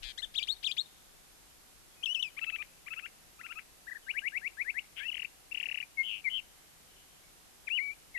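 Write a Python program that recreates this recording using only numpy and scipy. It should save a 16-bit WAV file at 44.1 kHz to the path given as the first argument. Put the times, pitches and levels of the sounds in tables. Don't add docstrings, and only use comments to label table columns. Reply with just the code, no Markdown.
import sys
import numpy as np
from scipy import signal
from scipy.fft import rfft, irfft
from scipy.io import wavfile
from scipy.ndimage import uniform_filter1d

SR = 44100
rng = np.random.default_rng(int(sys.argv[2]) if len(sys.argv) > 2 else 0)


def gain_from_db(level_db):
    decades = np.asarray(level_db, float) / 20
    return 10 ** decades


def master(y):
    cut = np.clip(np.atleast_2d(y).T, -1, 1)
    pcm = np.round(cut * 32767)
    wavfile.write(sys.argv[1], SR, pcm.astype(np.int16))


N = 360738

# [t/s, f/Hz, level/dB]
WHISTLES = [
    [(2.026, 2300, -51), (2.033, 2850, -35), (2.039, 3210, -26.5), (2.044, 3170, -28.5), (2.047, 3200, -40)],
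    [(5.971, 2216, -42), (5.987, 2156, -26.5), (5.997, 2134, -23), (6.013, 2174, -23), (6.022, 2123, -28),
     (6.03, 2155, -49), (6.048, 2170, -52)],
    [(6.241, 2295, -45), (6.254, 2350, -29.5), (6.27, 2120, -26), (6.284, 2053, -24.5),
     (6.2875, 2124, -24.5), (6.29, 2380, -38), (6.294, 2180, -39), (6.297, 1850, -52)],
    [(7.67, 2660, -46), (7.682, 2294, -27.5), (7.692, 1470, -46.5)],
    [(7.699, 2183, -37), (7.712, 2563, -29), (7.733, 2817, -28.5), (7.77, 3020, -27.5), (7.792, 2035, -26),
     (7.818, 2263, -32.5), (7.85, 2275, -33.5), (7.908, 2260, -34), (7.937, 2440, -49)],
    [(8.142, 2190, -53), (8.154, 2155, -34), (8.166, 1900, -31.5), (8.18, 1950, -34)],
]
# [t/s, f/Hz, level/dB]
DIPS = [
    [(2.0555, 4050, -44), (2.058, 3370, -27), (2.0605, 3060, -23.5), (2.066, 2690, -32),
     (2.075, 2610, -30.5), (2.085, 2750, -34), (2.096, 2870, -29.5), (2.129, 3036, -29), (2.138, 3000, -44)],
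    [(2.1455, 3830, -42), (2.148, 3150, -25.5), (2.155, 2970, -24.5), (2.159, 2770, -29),
     (2.168, 2630, -32.5), (2.187, 2580, -37), (2.201, 3020, -28.5), (2.211, 2985, -33), (2.218, 2870, -46)],
    [(2.223, 4250, -49), (2.226, 3630, -28), (2.23, 3030, -21.5), (2.235, 2800, -31), (2.242, 2670, -34),
     (2.252, 2553, -34), (2.271, 2525, -39), (2.277, 2410, -42), (2.293, 2280, -51)],
]
# [share of length, share of pitch span, level under top/dB]
HOOK = [(0, 0, -7.5), (.22, 0.4, -1), (.56, 0.87, -2.5), (.8, 0.79, -9), (1, 0.51, -6)]
ARCH = [(0, 0, -10), (.2, 0.415, -1.5), (.47, 0.932, 5.5), (.72, 0.766, 3), (1, 0.082, -6)]
LEAP = [(0, 0.22, -24), (.1, 0, -16.5), (.38, 0.4, -12), (.6, 0.72, -1), (.76, .78, -2), (.9, 0.92, -4),
        (1, 1, -13)]
LOOP = [(0, .86, -19), (.07, 0.66, -5.5), (.15, .55, 1.5), (.25, .3, -1.5), (.4, .02, -14), (.74, .08, -15),
        (.82, .434, 1), (.87, 1, -20), (.91, 0.64, -2), (1, 0.16, -16)]
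PLUNGE = [(.03, 1, -18), (.1, .56, -4), (.16, 0.45, 0.5), (.25, .26, -3), (.36, .08, -13),
          (.5, 0.032, -12.5), (.74, .08, -14.5), (.82, 0.436, 0.5), (.87, 1, -20), (.91, 0.56, -5),
          (1, 0.23, -18)]
CLIMB = [(0, .03, -19), (.18, 0.49, -9.5), (.3, .69, -0.5), (.55, .8, 0.5), (.635, .86, -9),
         (.68, .9, -3.5), (.73, .94, -12.5), (.8, .97, -1.5), (1, 1, -27)]
# [start t/s, length/s, low f/Hz, high f/Hz, top level/dB]
ARCHES = [
    (0.176, 0.032, 1493, 2207, -34),
    (0.219, 0.034, 1384, 1857, -35.5),
]
LEAPS = [
    (0.339, .033, 1530, 4020, -29),
    (.627, 0.032, 1366, 4190, -26),
]
LOOPS = [
    (.373, .069, 2230, 4750, -24.5),
    (.658, .071, 2300, 4800, -23.5),
]
CLIMBS = [
    (.47, 0.069, 1470, 4415, -26.5),
    (0.766, 0.058, 1470, 4353, -25.5),
]
HUMPS = [
    (3.867, 0.038, 1504, 1980, -42.5),
    (3.906, 0.03, 1530, 2010, -40.5),
    (3.947, 0.03, 1485, 1923, -42.5),
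]
# [start t/s, snap t/s, start f/Hz, held f/Hz, top level/dB]
FLICKS = [(2.364, 2.391, 986, 1325, -34.5), (2.413, 2.443, 1308, 1345, -29.5),
          (2.465, 2.501, 1292, 1339, -30.5), (2.522, 2.56, 1275, 1330, -31.5),
          (2.583, 2.623, 1165, 1254, -34), (2.858, 2.882, 960, 1290, -40),
          (2.904, 2.936, 1270, 1340, -34.5), (2.961, 2.994, 1260, 1376, -35.5),
          (3.022, 3.061, 1244, 1437, -38), (3.387, 3.41, 1160, 1425, -45),
          (3.432, 3.463, 1270, 1380, -40.5), (3.486, 3.523, 1228, 1396, -38.5),
          (3.555, 3.59, 1234, 1333, -38)]
# [start t/s, end t/s, knee f/Hz, top f/Hz, top level/dB]
RISES = [
    (4.066, 4.118, 2460, 2970, -28.5),
    (4.138, 4.197, 2425, 2975, -27.5),
    (4.218, 4.288, 2330, 2920, -27),
    (4.32, 4.384, 2296, 2780, -27.5),
    (4.414, 4.482, 2343, 2800, -29),
    (4.57, 4.627, 2237, 2554, -27),
    (4.646, 4.71, 2220, 2725, -27.5),
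    (4.74, 4.798, 2274, 2920, -28),
]
# [t/s, f/Hz, level/dB]
TRILL_ENDS = [
    [(5.032, 2340, -34), (5.038, 2510, -39), (5.049, 2600, -52), (5.055, 2650, -36.5), (5.073, 2714, -30.5),
     (5.077, 2620, -41), (5.086, 2970, -30), (5.103, 2620, -31), (5.1055, 2450, -42)],
    [(5.114, 3250, -48), (5.119, 2980, -33), (5.129, 2870, -32.5), (5.131, 2200, -43), (5.138, 1970, -45)],
    [(5.512, 2180, -41), (5.517, 2680, -45), (5.5205, 2740, -31.5), (5.5295, 2685, -32.5),
     (5.5315, 2200, -41)],
    [(5.826, 2000, -33), (5.83, 2530, -33), (5.837, 2360, -40), (5.846, 2410, -68)],
]
# [t from its start/s, f/Hz, level under top/dB]
CHIP = [(0, 2380, -5), (.0015, 2420, 3.5), (.0028, 2680, 3), (.0055, 2745, -0.5), (.0095, 2900, 0.5),
        (.012, 2530, -1.5), (.0131, 2380, 0), (.0152, 1946, 4), (.0175, 1750, -9)]
# [t/s, peak level/dB, factor on pitch, extra crest f/Hz, falling stroke level/dB]
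CHIPS = [(5.1433, -33.5, 1.106, 0, -2), (5.169, -34.5, 1.03, 148, -2.5), (5.1946, -33, 1.01, 64, -13),
         (5.22, -33, 1.007, 30, -7.5), (5.247, -32, 0.95, 94, -24), (5.5463, -31, 1.03, 66, -14),
         (5.5732, -31, 1.017, 32, -18), (5.6, -31, 1.007, 330, -8.5), (5.6289, -31, 1.016, 90, -8.5),
         (5.6569, -31.5, 1, 57, -10), (5.687, -32.5, .99, 40, -7.5), (5.7135, -31.5, 1, 18, -8),
         (5.744, -32, 1.013, 77, -6.5), (5.774, -32, 1, 55, -7.5), (5.8019, -33, 1.02, 40, -9.5)]
# [start t/s, end t/s, start f/Hz, end f/Hz, level/dB]
FAINT = [
    (1.96, 2.033, 2530, 2480, -62),
    (4.018, 4.08, 3200, 2810, -62.5),
    (4.058, 4.112, 3000, 4740, -66),
    (7.687, 7.698, 3980, 2450, -47),
    (8.168, 8.221, 2630, 2770, -37),
]
# [t/s, f/Hz, level/dB, pitch swing 0-1, level swing 0-1]
RASP = [(.024, 2030, -51, 0.31, 0.4), (.031, 2042, -39, 0.35, 0.14), (.06, 2105, -40.5, 0.22, 0),
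        (.11, 2048, -42, 0.25, 0.1), (.124, 1920, -51, 0.23, .3)]
# [t/s, f/Hz, level/dB, pitch swing 0-1, level swing 0-1]
BUZZES = [
    [(6.032, 2936, -39, 0.028, .2), (6.048, 3020, -37.5, .035, .25), (6.066, 3097, -34.5, 0.028, 0.47),
     (6.09, 2970, -35, 0.066, .65), (6.12, 2870, -34.5, 0.085, .6), (6.142, 2810, -35.5, 0.084, .55),
     (6.155, 2770, -37.5, 0.13, .15), (6.18, 2780, -43, 0.11, .6), (6.212, 2790, -53, .085, 0.64)],
    [(6.297, 2850, -41, .05, .3), (6.303, 2950, -40, 0.044, .3), (6.316, 3037, -36, .03, .2),
     (6.327, 2984, -33.5, .012, .05), (6.34, 3100, -30.5, 0.033, .1), (6.376, 3100, -29.5, 0.041, .1),
     (6.382, 2940, -32.5, .06, 0.18), (6.399, 2720, -36, .06, .2), (6.407, 2320, -61, 0.093, .2)],
]
# [first f/Hz, last f/Hz, lopsidedness/radians, unevenness 0-1, pitch shake 0-1]
FLUTTERS = [
    (122, 134, .25, .04, .008),
    (226, 198, .2, .17, .014),
    (236, 200, .1, .12, .009),
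]
# [t/s, pulse f/Hz, level/dB, low throat f/Hz, high throat level/dB]
CROAK = [(4.961, 189, -56, 1520, 26), (4.969, 189.2, -41.5, 1550, 20), (4.982, 235, -36.5, 1570, 13),
         (4.992, 301, -36, 1590, 14), (5.0, 267.7, -36.5, 1610, 2), (5.02, 280, -37.5, 1690, -10),
         (5.035, 296, -41, 1760, 1), (5.05, 314, -40.5, 1920, -16), (5.072, 357, -53, 2100, -22)]
# [start t/s, end t/s]
PAIRING_S = (4.99, 5.004)
# [delay t/s, level/dB]
BOUNCES = [
    (.0046, -17),
    (0.0101, -19.5),
    (0.027, -26),
]
# [t/s, extra scatter level/dB]
FACING = [
    (.3, 4),
    (1.5, -2.5),
    (2.3, 3),
    (3.6, 8),
    (4.4, 3.5),
    (5.1, 1.5),
    (8.1, -1),
]
# [start t/s, length/s, centre f/Hz, width f/Hz, level/dB]
FAR = [
    (1.43, .12, 3000, 250, -69),
    (1.89, .07, 3320, 60, -67),
    (6.85, 0.23, 3020, 220, -64.5),
    (7.05, .18, 3050, 300, -67),
    (7.18, .16, 2220, 40, -70),
    (7.57, .11, 3150, 120, -68),
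]
# [f/Hz, width f/Hz, level/dB]
HUM = [
    (160, 2.3, -77.5),
    (342.4, 104, -76),
    (751, 35, -75),
]
# [t/s, level/dB]
WIND = [
    (0.0, -53.5),
    (0.59, -72),
    (6.168, -79),
    (6.31, -68),
    (6.649, -77),
    (8.07, -76),
    (8.18, -65),
]
# [f/Hz, level per Hz/dB]
HISS = [(16, -24), (46, 0), (71, -9), (190, -10), (755, -13), (1660, -14), (3200, -15.5), (13000, -16.5)]
# [f/Hz, level/dB]
LEFT_OVER_RIGHT = [(60, 4.5), (230, -1), (900, -0.5), (3490, -0.5), (13500, -1.5)]


def evened(x):
    return x / np.sqrt(np.mean(x ** 2) + 1e-20)


def read(points, hz):
    f, value = np.transpose(points)
    return np.interp(np.log(hz + 1), np.log(f + 1), value)


def unroll(rows):
    s, *columns = np.transpose(rows)
    t = np.arange(s[0], max(s[-1], s[0] + 0.004), 1 / SR)
    return [uniform_filter1d(np.interp(t, s, c), size=50) for c in columns]


def drift(shape, size):
    return evened(uniform_filter1d(rng.standard_normal(shape), size=size))


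def add(mix, s, sound):
    edges = signal.windows.tukey(len(sound), min(130 / len(sound), 1))
    part = mix[round(s * SR):][:len(sound)]
    part += (sound * edges)[:len(part)]


def band(hz, width_hz):
    r = np.exp(-np.pi * width_hz / SR)
    noise = rng.standard_normal(N) + 1j * rng.standard_normal(N)
    slow = signal.lfilter([1 - r], [1, -r], noise)
    return evened((slow * np.exp(2j * np.pi * hz * np.arange(N) / SR)).real)


def syrinx(hz, overtones_db, throat_hz, width_hz, shut=0, held=1):
    k = np.arange(1, len(overtones_db) + 1)[:, None]
    off = (k * hz - throat_hz) / width_hz
    throat = 1 / (1 + off ** 2 + (np.maximum(off, 0) * shut) ** 4) ** 2
    beak = 0.015 / (1 + ((k * hz - 8200) / 1300) ** 2)
    share = gain_from_db(overtones_db)[:, None] * (0.0026 + throat + beak)
    power = uniform_filter1d((share ** 2).sum(0), size=held) / 2
    tremor = 1 + 0.024 * drift(len(hz), 60)
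    wander = 1 + (0.001 + 0.003 * shut) * drift(len(hz) + 400, 400)[200:-200]
    turns = k * np.cumsum(hz * wander) / SR + rng.random(k.shape)
    return tremor * (share * np.cos(2 * np.pi * turns)).sum(0) / np.sqrt(power)


def trace(shape, start, length, low_hz, high_hz, db):
    return np.multiply(shape, [length, high_hz - low_hz, 1]) + [start, low_hz, db]


def flick(start, snap, start_hz, held_hz, db):
    climb_hz, climbs = held_hz - start_hz, held_hz > 1.15 * start_hz
    start_db = db - 6.5 - 32 * climb_hz / start_hz
    leap = (0.8 if climbs else 1) * np.clip((db + 49) / 8, 0.6, 1)
    hook, crest = (1, 0.62) if climbs else (1.03, 1.15)
    snap_db = db + 1.0 + 0.7 * (-32 - db)
    return [(start, hook * start_hz, start_db - 10),
            (start + 0.002, hook * start_hz, start_db),
            (start + 0.32 * (snap - start), start_hz + 0.27 * climbs * climb_hz, start_db + 0.5 * (db - start_db)),
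            (snap - 0.011, start_hz + crest * climb_hz, db - 0.8),
            (snap - 0.003, 0.962 * held_hz, db),
            (snap, 1.14 * held_hz, db - 0.5),
            (snap + 0.0013, 1.236 * held_hz, db - 13.0),
            (snap + 0.00335, (1 + 0.61 * leap) * held_hz, snap_db),
            (snap + 0.006, (1 + 1.07 * leap) * held_hz, snap_db - 8),
            (snap + 0.0075, (1 + 1.25 * leap) * held_hz, db - 18)]


def rise(start, end, knee_hz, top_hz, db):
    from_hz, from_db = 1550, -22
    knee = end - 0.01163
    length, span_hz = knee - start, knee_hz - from_hz
    sag = min(0.03 + 0.8 * (start - RISES[0][0]), 0.27)
    return [(start, from_hz, db + from_db),
            (start + 0.287 * length, from_hz + sag * span_hz, db + 0.71 * from_db),
            (start + 0.72 * length, from_hz + 0.67 * span_hz, db - 3.5),
            (knee, knee_hz, db),
            (end - 0.004, top_hz - 70, db - 2.0),
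            (end, top_hz, db - 11.5)]


def chip(s, db, up, crest_hz, fall_db):
    slow = 0.9 + 0.2 * (s - CHIPS[0][0])
    point = np.arange(len(CHIP))
    rows = np.multiply(CHIP, [slow, up, 1]) + [s - 0.001, 0, db]
    rows = rows + np.outer(point == 4, [0, crest_hz, -crest_hz / 80])
    return rows + np.outer(point >= 6, [0, 0, fall_db])


def faint(start, end, start_hz, end_hz, db):
    return [(start, start_hz, db - 23),
            (start + 0.18 * (end - start), start_hz + 0.31 * (end_hz - start_hz), db),
            (end, end_hz, db - 0.5)]


def whistles(bird):
    flicks = [flick(*row) for row in FLICKS]
    leaps = [trace(LEAP, *row) for row in LEAPS]
    climbs = [trace(CLIMB, *row) for row in CLIMBS]
    humps = [trace(ARCH, *row) for row in HUMPS]
    rises = [rise(*row) for row in RISES]
    chips = [chip(*row) for row in CHIPS]
    # (notes, overtone levels/dB, throat f/Hz, throat width f/Hz, beak shut 0-2)
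    phrases = [([trace(HOOK, *ARCHES[0])], [6.5, 3.5, 0, 13, 10], 3600, 1800, 0),
               ([trace(ARCH, *ARCHES[1])], [0.5, 6.0, -15, 3, 11.0], 3600, 1800, 0),
               (leaps, [6.5, 11.5, 14, 0], 3100, 1600, 0),
               ([trace(LOOP, *LOOPS[0])], [5.0, 6.5, 10, -3, -8], 3100, 1600, 0),
               ([trace(PLUNGE, *LOOPS[1])], [2.7, 6.3, 10.7, 12, 5], 3100, 1600, 0),
               (climbs[:1], [2.1, 5.8, 12, 8], 3100, 1600, 0),
               (climbs[1:], [2.6, 6.9, 3, 4], 3100, 1600, 0),
               (DIPS + WHISTLES[:1], [0, -15, -11], 3000, 3500, 0),
               (flicks[:1] + flicks[4:5], [4.5, 5.5, -8], 2650, 1000, 1.05),
               (flicks[1:4], [3, 5.5, 5], 2650, 1000, 1.05),
               (flicks[5:9], [3, 0.4, -4], 2550, 1000, 1.6),
               (flicks[9:10], [6, -2], 2100, 1000, 0.6),
               (flicks[10:], [9, 0, -10], 2550, 1000, 1.6),
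               (humps + rises, [0, -36], 2500, 3000, 0),
               (WHISTLES[1:3], [0, -37, -30], 2500, 3500, 0),
               (WHISTLES[3:], [0, -26, -30], 2300, 2300, 0),
               (TRILL_ENDS + chips, [0, -24], 2500, 3000, 0),
               ([faint(*row) for row in FAINT], [0], 3000, 3000, 2)]
    for notes, overtones_db, *throat in phrases:
        for rows in notes:
            hz, db = unroll(rows)
            add(bird, rows[0][0], gain_from_db(db) * syrinx(hz, overtones_db, *throat))


def buzzes(bird):
    # (curve, overtone levels/dB, throat f/Hz, throat width f/Hz, starting phase/turns)
    voices = [(RASP, [1.2, 4.0, -3, 11.5, 13], 3300, 1700, 0.33)]
    voices += [(rows, [0, -30], 3000, 3000, 0.3) for rows in BUZZES]
    for voice, flutter in zip(voices, FLUTTERS):
        rows, overtones_db, throat_hz, width_hz, start = voice
        first_hz, last_hz, skew, jitter, shake = flutter
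        hz, db, swing, throb = unroll(rows)
        uneven, shaky, gritty = drift((3, len(hz)), 90)
        flutter_hz = np.linspace(first_hz, last_hz, len(hz))
        turn = 2 * np.pi * (np.cumsum(flutter_hz * (1 + jitter * uneven)) / SR + start)
        swung = swing * (1 + jitter * gritty) * np.cos(turn + skew * np.cos(turn))
        pitch_hz = hz * (1 + swung + shake * shaky)
        tone = syrinx(pitch_hz, overtones_db, throat_hz, width_hz, held=1500)
        beats = 1 + np.clip(throb, 0, 1) * np.sin(turn - 0.3)
        beats *= 1 + 2 * jitter * np.sin(turn / 2)
        add(bird, rows[0][0], gain_from_db(db + 0.45 * gritty) * tone * beats)


def croak(bird):
    hz, db, low_hz, high_db = unroll(CROAK)
    k = np.arange(1, 24)[:, None]
    pairing = np.interp(CROAK[0][0] + np.arange(len(hz)) / SR, PAIRING_S, [0, 1])
    shaky, gritty = drift((2, len(hz)), 90)
    # (resonance f/Hz, width f/Hz, level/dB)
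    rings = [(low_hz, 230, 0 * hz),
             (2250, 280, high_db - 9 + 12 * pairing),
             (2750, 260, high_db - 3.0),
             (2750 + 1.36 * hz, 300, high_db)]
    share = sum(gain_from_db(lift_db) / (1 + 1j * (k * hz - f) / width_hz) ** 4 for f, width_hz, lift_db in rings)
    share = share * gain_from_db(-9 * pairing * (k % 2))
    share = share / (1 + (1300 / (k * hz)) ** 12)
    fray = drift((2, *share.shape), 120)
    share = share * (1 + 0.3 * (fray[0] + 1j * fray[1]) * np.minimum(k / 10, 1) ** 2)
    phase = 2 * np.pi * k * np.cumsum(hz + 5.0 * shaky) / SR
    tone = (share * np.exp(1j * phase)).sum(0).real
    loudness = np.sqrt((abs(share) ** 2).sum(0) / 2)
    add(bird, CROAK[0][0], gain_from_db(db + 0.9 * gritty) * tone / loudness)


def surroundings(x):
    t = np.arange(SR) / SR
    at = np.arange(40, len(t) - 30, 30)
    taps = np.zeros(len(t))
    taps[at + rng.integers(0, 30, len(at))] = rng.choice([-1.0, 1.0], len(at))
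    branches = gain_from_db(-60 * t / 0.073) * np.minimum(t / 0.002, 1)
    ground = np.exp(-((t - 0.066) / 0.0086) ** 2)
    rock = gain_from_db(-60 * t / 2.0)
    tail = np.zeros(len(t))
    for db, shape in [(-15, branches), (-35.5, ground), (-31, rock)]:
        tail += gain_from_db(db) * taps * shape / np.linalg.norm(taps * shape)
    for s, db in BOUNCES:
        tail[round(s * SR)] += gain_from_db(db)
    leaves = signal.butter(1, 2200, "high", fs=SR, output="sos")
    scattered = signal.sosfilt(leaves, x)
    scattered *= gain_from_db(np.interp(np.arange(N) / SR, *np.transpose(FACING)))
    return signal.fftconvolve(scattered, tail)[:N]


def far_birds():
    out = np.zeros(N)
    for start, length, hz, width_hz, db in FAR:
        swell = signal.windows.tukey(round(length * SR), 0.5)
        add(out, start, gain_from_db(db) * swell * band(hz, width_hz)[:len(swell)])
    return out


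def hum():
    return sum(gain_from_db(db) * band(hz, width_hz) for hz, width_hz, db in HUM)


def wind():
    s, db = np.transpose(WIND)
    rumble = band(43, 6.6) + 1.8 * band(27, 5.7) + 0.2 * band(60, 40)
    rumble = signal.sosfilt(signal.butter(2, 110, fs=SR, output="sos"), rumble)
    return gain_from_db(np.interp(np.arange(N) / SR, s, db) + 4.5) * evened(rumble)


def hiss():
    hz = np.fft.rfftfreq(N, 1 / SR)
    z = rfft(rng.standard_normal((2, N))) * gain_from_db(read(HISS, hz))
    z *= gain_from_db(np.outer([0.5, -0.5], read(LEFT_OVER_RIGHT, hz)))
    return gain_from_db(-57.5) * evened(irfft(z, N))


def scene():
    bird = np.zeros(N)
    whistles(bird)
    buzzes(bird)
    croak(bird)
    air = bird + surroundings(bird) + far_birds() + hum() + wind()
    return hiss() + np.array([air, 0 * air])


def top_cut(x):
    return signal.sosfilt(signal.butter(12, 14120, fs=SR, output="sos"), x)


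def record(dry):
    edge = signal.firwin(511, 13240, window=("kaiser", 9), fs=SR)
    mix = signal.oaconvolve(dry, edge[None], "same")
    return top_cut(mix)


dry = scene()
out = record(dry)
master(out)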